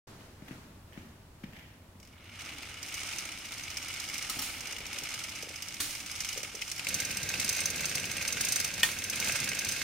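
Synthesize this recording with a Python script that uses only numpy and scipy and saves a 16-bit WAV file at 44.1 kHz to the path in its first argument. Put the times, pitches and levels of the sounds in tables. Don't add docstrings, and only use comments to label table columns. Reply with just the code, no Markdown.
import sys
import numpy as np
from scipy import signal
from scipy.fft import rfft, irfft, next_fast_len
from scipy.io import wavfile

SR = 44100
rng = np.random.default_rng(int(sys.argv[2]) if len(sys.argv) > 2 else 0)


def generate_wav(sig):
    pcm = np.round(np.clip(np.atleast_2d(sig).T, -1, 1) * 32767).astype(np.int16)
    wavfile.write(sys.argv[1], SR, pcm)


N = 433503
TIME = np.arange(N) / SR
FFT_SIZE = next_fast_len(N + SR // 2, real=True) // 2 * 2
HZ = np.maximum(np.arange(FFT_SIZE // 2 + 1) * SR / FFT_SIZE, 1)

OPEN_S, CLOSE_S = .07, 6.866
FAR, NEAR = TIME < CLOSE_S, TIME >= CLOSE_S
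CUTOFF_HZ, USUAL_TEETH_PER_S = 15800, 20
TICK_SPEED_POWER, RATTLE_SPEED_POWER, SLIDE_SPEED_POWER = 0.68, 0.55, 1.19

# t/s, level/dB
CLOTH_CUES = [(.07, -51.5), (.22, -54), (.53, -52.5), (1.0, -57), (1.5, -60)]
# t/s, level/dB
STEP_CUES = [(0.203, -50), (0.422, -42.5), (0.51, -36.5), (0.584, -48), (0.976, -37), (1.066, -52),
             (1.438, -36), (1.955, -51)]
# t/s, length/s, level/dB
SCUFF_CUES = [(0.21, 0.0092, -61), (0.428, .006, -60), (.482, 0.013, -53), (0.52, 0.009, -56),
              (0.935, 0.013, -51), (0.98, 0.0083, -55), (1.439, 0.0075, -50), (1.533, .008, -56),
              (1.572, 0.038, -55), (1.598, 0.026, -53.5)]
# t/s, level/dB
CLINK_CUES = [(2, -38.5), (2.029, -37), (2.051, -42), (2.0734, -40), (2.1266, -47), (2.2424, -43)]
# t/s, tooth rattle/dB, sliding steel/dB
GEAR_LOAD = [(2.05, -66.5, -83), (2.45, -44, -46), (2.8, -46.5, -49), (3.08, -40.5, -39), (3.4, -45, -45.5),
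             (4.4, -43, -44), (4.8, -43.5, -46.5), (5.2, -43, -44), (5.7, -48, -47.5), (6.3, -45.5, -45),
             (6.72, -48, -44.5), (6.9, -40.5, -41.5), (8.3, -40.5, -42.5), (9.1, -41.5, -42.5),
             (9.3, -38, -41.5), (9.83, -42.5, -44.5)]
# start/s, end/s, teeth, first gap/middle gap, last gap/middle gap, tick level at the usual speed/dB
CRANK_PUSHES = [(2.392, 2.693, 5, 0.58, 0.72, -45), (2.827, 3.1329, 6, 1.05, 1.18, -40),
                (3.188, 3.636, 8, 0.93, 0.81, -36.5), (3.702, 4.224, 11, 1.27, 0.88, -36),
                (4.6062, 4.865, 5, 1.35, 1.7, -34.5), (4.9294, 5.2374, 7, 0.99, 0.88, -35.5),
                (5.2925, 5.741, 8, 0.94, 0.83, -36), (5.907, 6.159, 6, 0.73, 0.76, -35.5),
                (6.204, 6.431, 6, 1.07, 1.37, -32), (6.5507, 6.846, 6, 1.57, 1.5, -33.5),
                (6.887, 7.2896, 8, 0.87, 1, -29.5), (7.4007, 7.759, 9, 1.24, 1.6, -30),
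                (7.807, 8.331, 11, 0.72, 0.91, -32), (8.4093, 8.6452, 7, 1.12, 1.29, -25.5),
                (8.676, 8.987, 6, 1.15, 1.32, -32.5), (9.0394, 9.401, 9, 1.7, 1.11, -30),
                (9.442, 9.721, 7, 1.05, 0.65, -30.5)]
# t/s, level/dB
SNAP_CUES = [(2.8282, -34.5), (2.9408, -32), (3.1846, -32), (3.77, -31), (3.9994, -32), (4.1404, -31),
             (4.18, -32.5), (4.985, -31), (5.425, -35), (5.6225, -31.5), (6.6164, -32), (6.715, -29),
             (6.9423, -24.5), (7.0017, -27), (7.3989, -27.5), (7.4915, -22.5), (7.6567, -24.5),
             (7.855, -26), (7.953, -25), (8.114, -31.5), (8.2783, -26), (8.325, -27.5), (9.098, -27),
             (9.2, -26.5), (9.4894, -28.5), (9.59, -28)]
# t/s,
# level/dB
KNOCK_CUES = [(4.4227, -30), (4.8557, -31), (6.621, -27.5), (6.794, -23.5), (6.869, -23.5), (7.107, -28),
              (7.3972, -26), (7.7944, -34), (7.9806, -25), (8.041, -27), (8.26, -29), (8.4384, -29),
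              (9.021, -27.5), (9.1315, -25), (9.226, -26)]
# t/s, clash/dB, # afterjingle/dB,
# shaft ring/dB
JOLT_CUES = [(4.2963, -28, -40, -35), (4.39, -31, -45, -36.5), (4.418, -43, -36, -36),
             (5.802, -25.5, -32.5, -53), (8.832, -32, -34, -43)]
# t/s, level/dB
BUMP_CUES = [(4.369, -35.5), (5.803, -39)]
# start/s, length/s, level/dB
CREAK_CUES = [(4.663, 0.36, -46.5), (5.427, 0.087, -41.5), (6.359, 0.084, -42), (6.545, 0.063, -45)]
# t/s, level/dB
LEVER_CUES = [(8.8311, -16), (8.8327, -9.5)]

# f/Hz, level/dB
ROOM_TONE = [(12, -42), (20, -5), (91, 0), (146, -5), (277, -8), (434, -16), (624, -14), (759, -20),
             (849, -16.5), (1810, -24.5), (1960, -25), (5080, -32), (6180, -32.5), (14700, -35),
             (16000, -33)]
CLOTH_TONE = [(120, 6), (300, 5.5), (700, -2.5), (1500, -5), (3000, -11), (6200, -15), (15000, -24)]
STEP_TONE = [(50, -44), (130, 3), (190, 7), (290, 2.5), (450, -16.5), (900, -27), (2200, -19), (6000, -65),
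             (15000, -58)]
SCUFF_TONE = [(300, -22), (850, -8), (1200, -17), (1850, 0), (2400, -4), (3100, -5), (4000, -17.5),
              (6200, -18), (9000, -29), (15000, -21)]
# f/Hz, level/dB
GEAR_TONE_FAR = [(290, -40.5), (500, -14), (1020, -14.5), (1280, -5.5), (1770, -8), (2260, -1.5),
                 (3810, -7), (6230, -4.5), (7420, -10), (9220, -10), (11100, -21), (15100, -22.5),
                 (16000, -39)]
GEAR_TONE_NEAR = [(290, -23), (500, -5.5), (1000, -11), (1570, -1.5), (1790, -8), (2570, 2), (3340, -4.5),
                  (6140, -3), (7530, -9.5), (8700, -9.5), (9920, -17.5), (15100, -16), (16000, -32)]
FRAME_TONE_FAR = [(60, -26), (130, -4.5), (220, -7.5), (310, -1), (400, -12.5), (520, -16), (800, -6.5),
                  (1600, -29)]
FRAME_TONE_NEAR = [(25, -24), (50, -7.5), (75, 1.5), (120, 0.5), (220, -0.5), (380, -8), (520, -7),
                   (800, -15.5), (1600, -34)]
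TICK_TONE_FAR = [(400, -15), (1500, -10), (2300, 5.5), (3800, -2), (5500, 5), (7000, 1.5), (9000, -4),
                 (11000, -7), (15500, -11)]
TICK_TONE_NEAR = [(400, -20.5), (1500, -12), (2300, -22.5), (4000, 0), (5500, 3.5), (7000, -1), (9000, -4),
                  (11000, -5), (15500, -8.5)]
# f/Hz, level/dB
KNOCK_TONE = [(400, -20), (1100, -16.5), (1600, -16.5), (2200, 5.5), (2800, 1), (3600, -5.5), (6000, -10),
              (15000, -23)]
JOLT_TONE = [(300, -36), (1000, -1), (2500, 6.5), (5000, 5.5), (7000, 6.5), (10000, 3), (15500, -1.5)]
BUMP_TONE = [(90, -4), (190, -9), (260, 2), (330, -3.5), (500, -15), (850, -8.5), (1200, -49), (3000, -58)]
CREAK_TONE = [(150, -38), (330, -8), (430, -0.5), (560, -0.5), (750, -19), (1500, -60)]
LEVER_TONE = [(200, -17), (650, -20), (1000, -8), (1400, -14), (2000, -8), (2600, -8), (3250, -5),
              (3800, -11), (7000, -14), (15000, -19)]
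# f/Hz, width/Hz, boost or cut/dB
STEEL_MODES_FAR = [(1280, 42, 2), (2196, 170, 4.5), (2830, 89, 2), (2930, 51, 6.5), (4700, 87, -10),
                   (4980, 64, 6), (5400, 90, 4.5), (6300, 130, 1.5), (8400, 50, 3), (9230, 270, 5),
                   (11980, 280, 8), (15400, 110, 7)]
STEEL_MODES_NEAR = [(1610, 95, 6.9), (1870, 130, 5.6), (2157, 120, 9), (2600, 260, 4.6), (3780, 240, 2.2),
                    (4740, 21, 2.8), (5290, 63, 1.3), (6500, 75, 3.4), (8800, 71, 1.8), (8900, 80, 1.7),
                    (9200, 170, 5.5), (10150, 140, 5.6), (12500, 120, 6.1), (15400, 150, 4)]
LOOSE_STEEL_MODES = [(1310, 70, 4.3), (2420, 120, 3.3), (4320, 300, 3.7), (5500, 80, 3.7), (9300, 180, 9.1),
                     (12000, 150, 4.7), (15200, 250, 5.5)]
# f/Hz, level/dB, t60/s
PAWL_PINGS_FAR = [(5020, -12, 0.035), (5310, -7.5, 0.032), (6090, -2.5, 0.032), (8570, -17, 0.07)]
PAWL_PINGS_NEAR = [(4760, -20, 0.1), (6220, -0.5, 0.041), (8534, -4.5, 0.048), (14300, -31, .08)]
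SHAFT_PINGS = [(850, -16.5, 0.23), (1270, -4, 0.078), (5590, -2, 0.085), (8600, -16, .08), (12200, -3, .09),
               (15330, -2, .06), (15560, -7, .05)]
LEVER_PINGS = [(1020, -19, .04), (1840, -3, 0.05), (2490, -12, 0.053), (2970, -0.5, 0.02),
               (3420, -4, 0.025), (6400, -21, 0.23), (9000, -16, 0.17)]
# f/Hz, side over mid/dB
STEREO_ROOM = [(60, -37), (110, -19.5), (200, -17), (380, -9), (700, -5.5), (1290, -2), (2380, -1.5),
               (4400, 1.5), (8120, -1), (15000, 0)]
STEREO_FAR = [(60, -24), (110, -16), (200, -12), (380, -9), (700, -9), (1290, -4.5), (2380, -9), (4400, -2),
              (8120, -2), (15000, 0)]
STEREO_NEAR = [(60, -34), (110, -34), (200, -19), (380, -16), (700, -8.5), (1290, -7), (2380, -10),
               (4400, -3.5), (8120, 2.5), (15000, 1)]


def from_db(db):
    return 10 ** (np.asarray(db) / 20)


def gain_per_hz(points):
    hz, db = np.transpose(points)
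    return from_db(np.interp(np.log(HZ), np.log(hz), db))


def body(tone, modes=()):
    gain = gain_per_hz(tone) / np.sqrt(1 + (HZ / CUTOFF_HZ) ** 20)
    for hz, width, db in modes:
        gain = gain * np.sqrt(1 + (from_db(db) ** 2 - 1) / (1 + (2 * (HZ - hz) / width) ** 2))
    cepstrum = irfft(np.log(gain / np.sqrt(np.mean(gain ** 2))))
    cepstrum[1:FFT_SIZE // 2] *= 2
    cepstrum[FFT_SIZE // 2 + 1:] = 0
    return np.exp(rfft(cepstrum))


def radiate(force, response, width, pan_db=0, reflection_s=.0031):
    treble = HZ / np.hypot(HZ, 2500)
    direct, diffuse = rfft(force, FFT_SIZE) * response
    reflected = direct * np.exp(-2j * np.pi * HZ * reflection_s)
    ambience = reflected * treble / np.sqrt(2) + diffuse * np.sqrt(1 - treble ** 2 / 2)
    mid, side = irfft([direct, ambience * gain_per_hz(width)])[:, :N]
    return np.array([mid + side, mid - side]) * from_db([[pan_db / 2], [-pan_db / 2]])


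def noise():
    return rng.standard_normal((2, N))


def impulses(times, sizes):
    out = np.zeros(N)
    np.add.at(out, np.clip(np.round(np.asarray(times) * SR).astype(int), 0, N - 1), sizes)
    return out


def fade(power, t60):
    return signal.lfilter([1], [1, -from_db(-120 / (t60 * SR))], power + 1e-18)


def smear(power, t60):
    return fade(power, t60) * (1 - from_db(-120 / (t60 * SR)))


def contacts(per_s, spread_db, t60):
    strength = from_db(spread_db * np.clip(rng.standard_normal(N), -2, 2)) ** 2
    power = fade(strength * (rng.random(N) < per_s / SR), t60)
    return power / power.mean()


def thud(cues, tail_db, tail_t60):
    times, db = np.transpose(cues)
    push = impulses(times, from_db(db))
    return push + from_db(tail_db) * noise() * np.sqrt(fade(push ** 2, tail_t60))


def chatter(power, t60, tail_db, tail_t60):
    return noise() * np.sqrt(fade(power, t60) + from_db(tail_db) ** 2 * fade(power, tail_t60))


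def ring(times, levels_db, pings):
    out = np.zeros((2, N + SR))
    age = np.arange(SR // 5) / SR
    for t, blow_db in zip(times, levels_db):
        start = int(t * SR)
        for hz, ping_db, t60 in pings:
            size_db, detune, damping_db = rng.standard_normal(3) * [1.5, .002, 1.8]
            phase = 2 * np.pi * (rng.random() + rng.standard_normal((2, 1)) * hz / SR)
            envelope = from_db(blow_db + ping_db + size_db - 60 * age / t60 * from_db(damping_db))
            sine = np.sin(2 * np.pi * hz * (1 + detune) * age + phase)
            out[:, start:start + len(age)] += envelope * sine
    return out[:, :N]


def ventilation():
    return from_db(-55) * radiate(noise(), body(ROOM_TONE, [(89.0, 15, 4.6)]), STEREO_ROOM)


def trousers(rise_db_per_s=57, fall_db_per_s=41):
    strides = [from_db(db - np.maximum(rise_db_per_s * (t - TIME), fall_db_per_s * (TIME - t)))
               for t, db in CLOTH_CUES]
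    return radiate(noise() * np.max(strides, axis=0), body(CLOTH_TONE), STEREO_ROOM)


def footsteps():
    thuds = radiate(thud(STEP_CUES, tail_db=-39.5, tail_t60=1.0), body(STEP_TONE), STEREO_ROOM)
    scrape = sum(from_db(db) ** 2 * np.exp(-(2 * (TIME - t) / length) ** 2)
                 for t, length, db in SCUFF_CUES)
    reverb = from_db(-1.0) ** 2 * smear(scrape, t60=0.89)
    sand = contacts(per_s=450, spread_db=3.0, t60=0.008)
    soles = radiate(noise() * np.sqrt(scrape * sand + reverb), body(SCUFF_TONE), STEREO_ROOM)
    return from_db(24.0) * thuds + soles


def handle():
    times, db = np.transpose(CLINK_CUES)
    force = chatter(impulses(times, from_db(db) ** 2), t60=0.026, tail_db=-14, tail_t60=.3)
    return from_db(-12.0) * radiate(force, body(TICK_TONE_FAR, STEEL_MODES_FAR), STEREO_FAR)


def crank_teeth():
    runs = []
    for start, end, count, first_gap, last_gap, db in CRANK_PUSHES:
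        gaps = np.interp(np.linspace(0, 1, round(count) - 1), [0, .5, 1], [first_gap, 1, last_gap])
        times = start + (end - start) * np.r_[0, np.cumsum(gaps)] / gaps.sum()
        speed = 1 / (np.gradient(times) * USUAL_TEETH_PER_S)
        runs.append([times, speed, np.full(len(times), db)])
    return np.hstack(runs)


def gear_load():
    times, *levels_db = np.transpose(GEAR_LOAD)
    return [from_db(np.interp(TIME, times, db)) * (TIME >= times[0]) for db in levels_db]


def gear_force(mesh, smooth, rattle_db, slide_db, crossover_hz=3700):
    tooth_times, tooth_speed, _ = crank_teeth()
    speed = np.interp(TIME, tooth_times, tooth_speed)
    rattle_load, slide_load = gear_load()
    rattle_gain = rattle_load * speed ** RATTLE_SPEED_POWER * from_db(rattle_db)
    slide_gain = slide_load * speed ** SLIDE_SPEED_POWER * from_db(slide_db)
    grit = contacts(per_s=280, spread_db=10.0, t60=0.01)
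    rattle = noise() * rattle_gain * np.sqrt(smooth + (1 - smooth) * mesh)
    slide = noise() * slide_gain * np.sqrt(smooth + (1 - smooth) * (mesh + grit) / 2)
    lowpass = signal.butter(4, crossover_hz, "low", fs=SR, output="sos")
    highpass = signal.butter(4, crossover_hz, "high", fs=SR, output="sos")
    return signal.sosfilt(lowpass, rattle) + signal.sosfilt(highpass, slide)


def gears():
    far_mesh = contacts(per_s=260, spread_db=-1.0, t60=0.031)
    far = FAR * gear_force(far_mesh, smooth=0.37, rattle_db=2.5, slide_db=0.5)
    near_mesh = contacts(per_s=220, spread_db=8.5, t60=0.03)
    near = NEAR * gear_force(near_mesh, smooth=0.6, rattle_db=2.5, slide_db=4.5)
    return (radiate(far, body(GEAR_TONE_FAR, STEEL_MODES_FAR), STEREO_FAR, pan_db=-1.3)
            + radiate(near, body(GEAR_TONE_NEAR, STEEL_MODES_NEAR), STEREO_NEAR, pan_db=-2.5))


def frame():
    load, _ = gear_load()
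    force = noise() * load * np.sqrt(contacts(per_s=300, spread_db=0.0, t60=0.075))
    return (from_db(-13.5) * radiate(force * FAR, body(FRAME_TONE_FAR), STEREO_FAR)
            + from_db(-8.0) * radiate(force * NEAR, body(FRAME_TONE_NEAR), STEREO_NEAR))


def pawl_falls():
    times, speed, push_db = crank_teeth()
    wear_db = 1.5 * rng.uniform(-1.16, 1, len(times))
    db = push_db + TICK_SPEED_POWER * 20 * np.log10(speed) + wear_db
    for snap_time, snap_db in SNAP_CUES:
        tooth = np.argmin(abs(times - snap_time))
        times[tooth], db[tooth] = snap_time, snap_db
    return times, db


def ratchet(bounce_db=-10.5):
    times, db = pawl_falls()
    bounces = times + rng.uniform(.003, .005, len(times))
    power = impulses(times, from_db(db) ** 2) + impulses(bounces, from_db(db + bounce_db) ** 2)
    landing = smear(power, t60=.014)
    roomy = chatter(landing * FAR, t60=.024, tail_db=-16.0, tail_t60=0.35)
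    tight = chatter(landing * NEAR, t60=.025, tail_db=-18.0, tail_t60=0.3)
    far = radiate(roomy, body(TICK_TONE_FAR, STEEL_MODES_FAR), STEREO_FAR, pan_db=-2.5)
    near = radiate(tight, body(TICK_TONE_NEAR, STEEL_MODES_NEAR), STEREO_NEAR, pan_db=-0.5)
    close = times >= CLOSE_S
    pings = ring(times[~close], db[~close], PAWL_PINGS_FAR)
    pings += ring(times[close], db[close], PAWL_PINGS_NEAR)
    return from_db(0.5) * far + from_db(-0.83) * near + pings * from_db([[-1.2], [1.2]])


def links(chance_far=.92, chance_near=.5):
    hard_times, hard_db = np.transpose(KNOCK_CUES)
    hard_power = impulses(hard_times, from_db(hard_db) ** 2)
    tooth_times, speed, _ = crank_teeth()
    luck, lag, strength = rng.random((len(tooth_times), 3)).T
    struck = luck < np.where(tooth_times < CLOSE_S, chance_far, chance_near)
    over_load_db = 10 + 0.5 * (2 * strength - 1)
    light_times = tooth_times + lag / (speed * USUAL_TEETH_PER_S)
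    load, _ = gear_load()
    light = load * impulses(light_times, struck * from_db(over_load_db))
    force = chatter(hard_power + light ** 2, t60=0.021, tail_db=-12.5, tail_t60=0.065)
    return from_db(-2.0) * radiate(force, body(KNOCK_TONE), STEREO_FAR, pan_db=2.5)


def jolts():
    times, clash_db, jingle_db, ring_db = np.transpose(JOLT_CUES)
    clash = fade(impulses(times, from_db(clash_db) ** 2), t60=0.06)
    jingle = fade(impulses(times, from_db(jingle_db) ** 2), t60=0.67)
    force = noise() * np.sqrt(smear(clash + jingle, t60=0.021))
    parts = radiate(force, body(JOLT_TONE, LOOSE_STEEL_MODES), STEREO_FAR, pan_db=-2.5)
    return from_db(-2.0) * parts + ring(times, ring_db, SHAFT_PINGS)


def post(slip_gap_s=.024, jitter_s=0.00415, spread_db=4.5):
    slips = np.array([(t, db) for start, length, db in CREAK_CUES
                      for t in np.arange(start, start + length, slip_gap_s)])
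    slips += rng.standard_normal(slips.shape) * [jitter_s, spread_db]
    creaks = radiate(thud(slips, tail_db=-32.0, tail_t60=0.15), body(CREAK_TONE), STEREO_ROOM)
    bumps = radiate(thud(BUMP_CUES, tail_db=-29.5, tail_t60=0.81), body(BUMP_TONE), STEREO_ROOM)
    return from_db(15.5) * creaks + from_db(18.5) * bumps


def lever():
    times, db = np.transpose(LEVER_CUES)
    force = chatter(impulses(times, from_db(db) ** 2), t60=0.0065, tail_db=-13, tail_t60=0.2)
    crack = radiate(force, body(LEVER_TONE), STEREO_NEAR, pan_db=-1.5)
    return from_db(-5.5) * crack + from_db(-4.5) * ring(times[-1:], db[-1:], LEVER_PINGS)


def scene():
    return (ventilation() + trousers() + footsteps()
            + handle() + gears() + frame() + ratchet() + links() + jolts() + post() + lever())


def record(dry):
    fade_in = np.clip((TIME - OPEN_S) / .005, 0, 1)
    high_cut = signal.ellip(10, .1, 80, CUTOFF_HZ, fs=SR, output="sos")
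    return signal.sosfilt(high_cut, dry * fade_in)


dry = scene()
out = record(dry)
generate_wav(out)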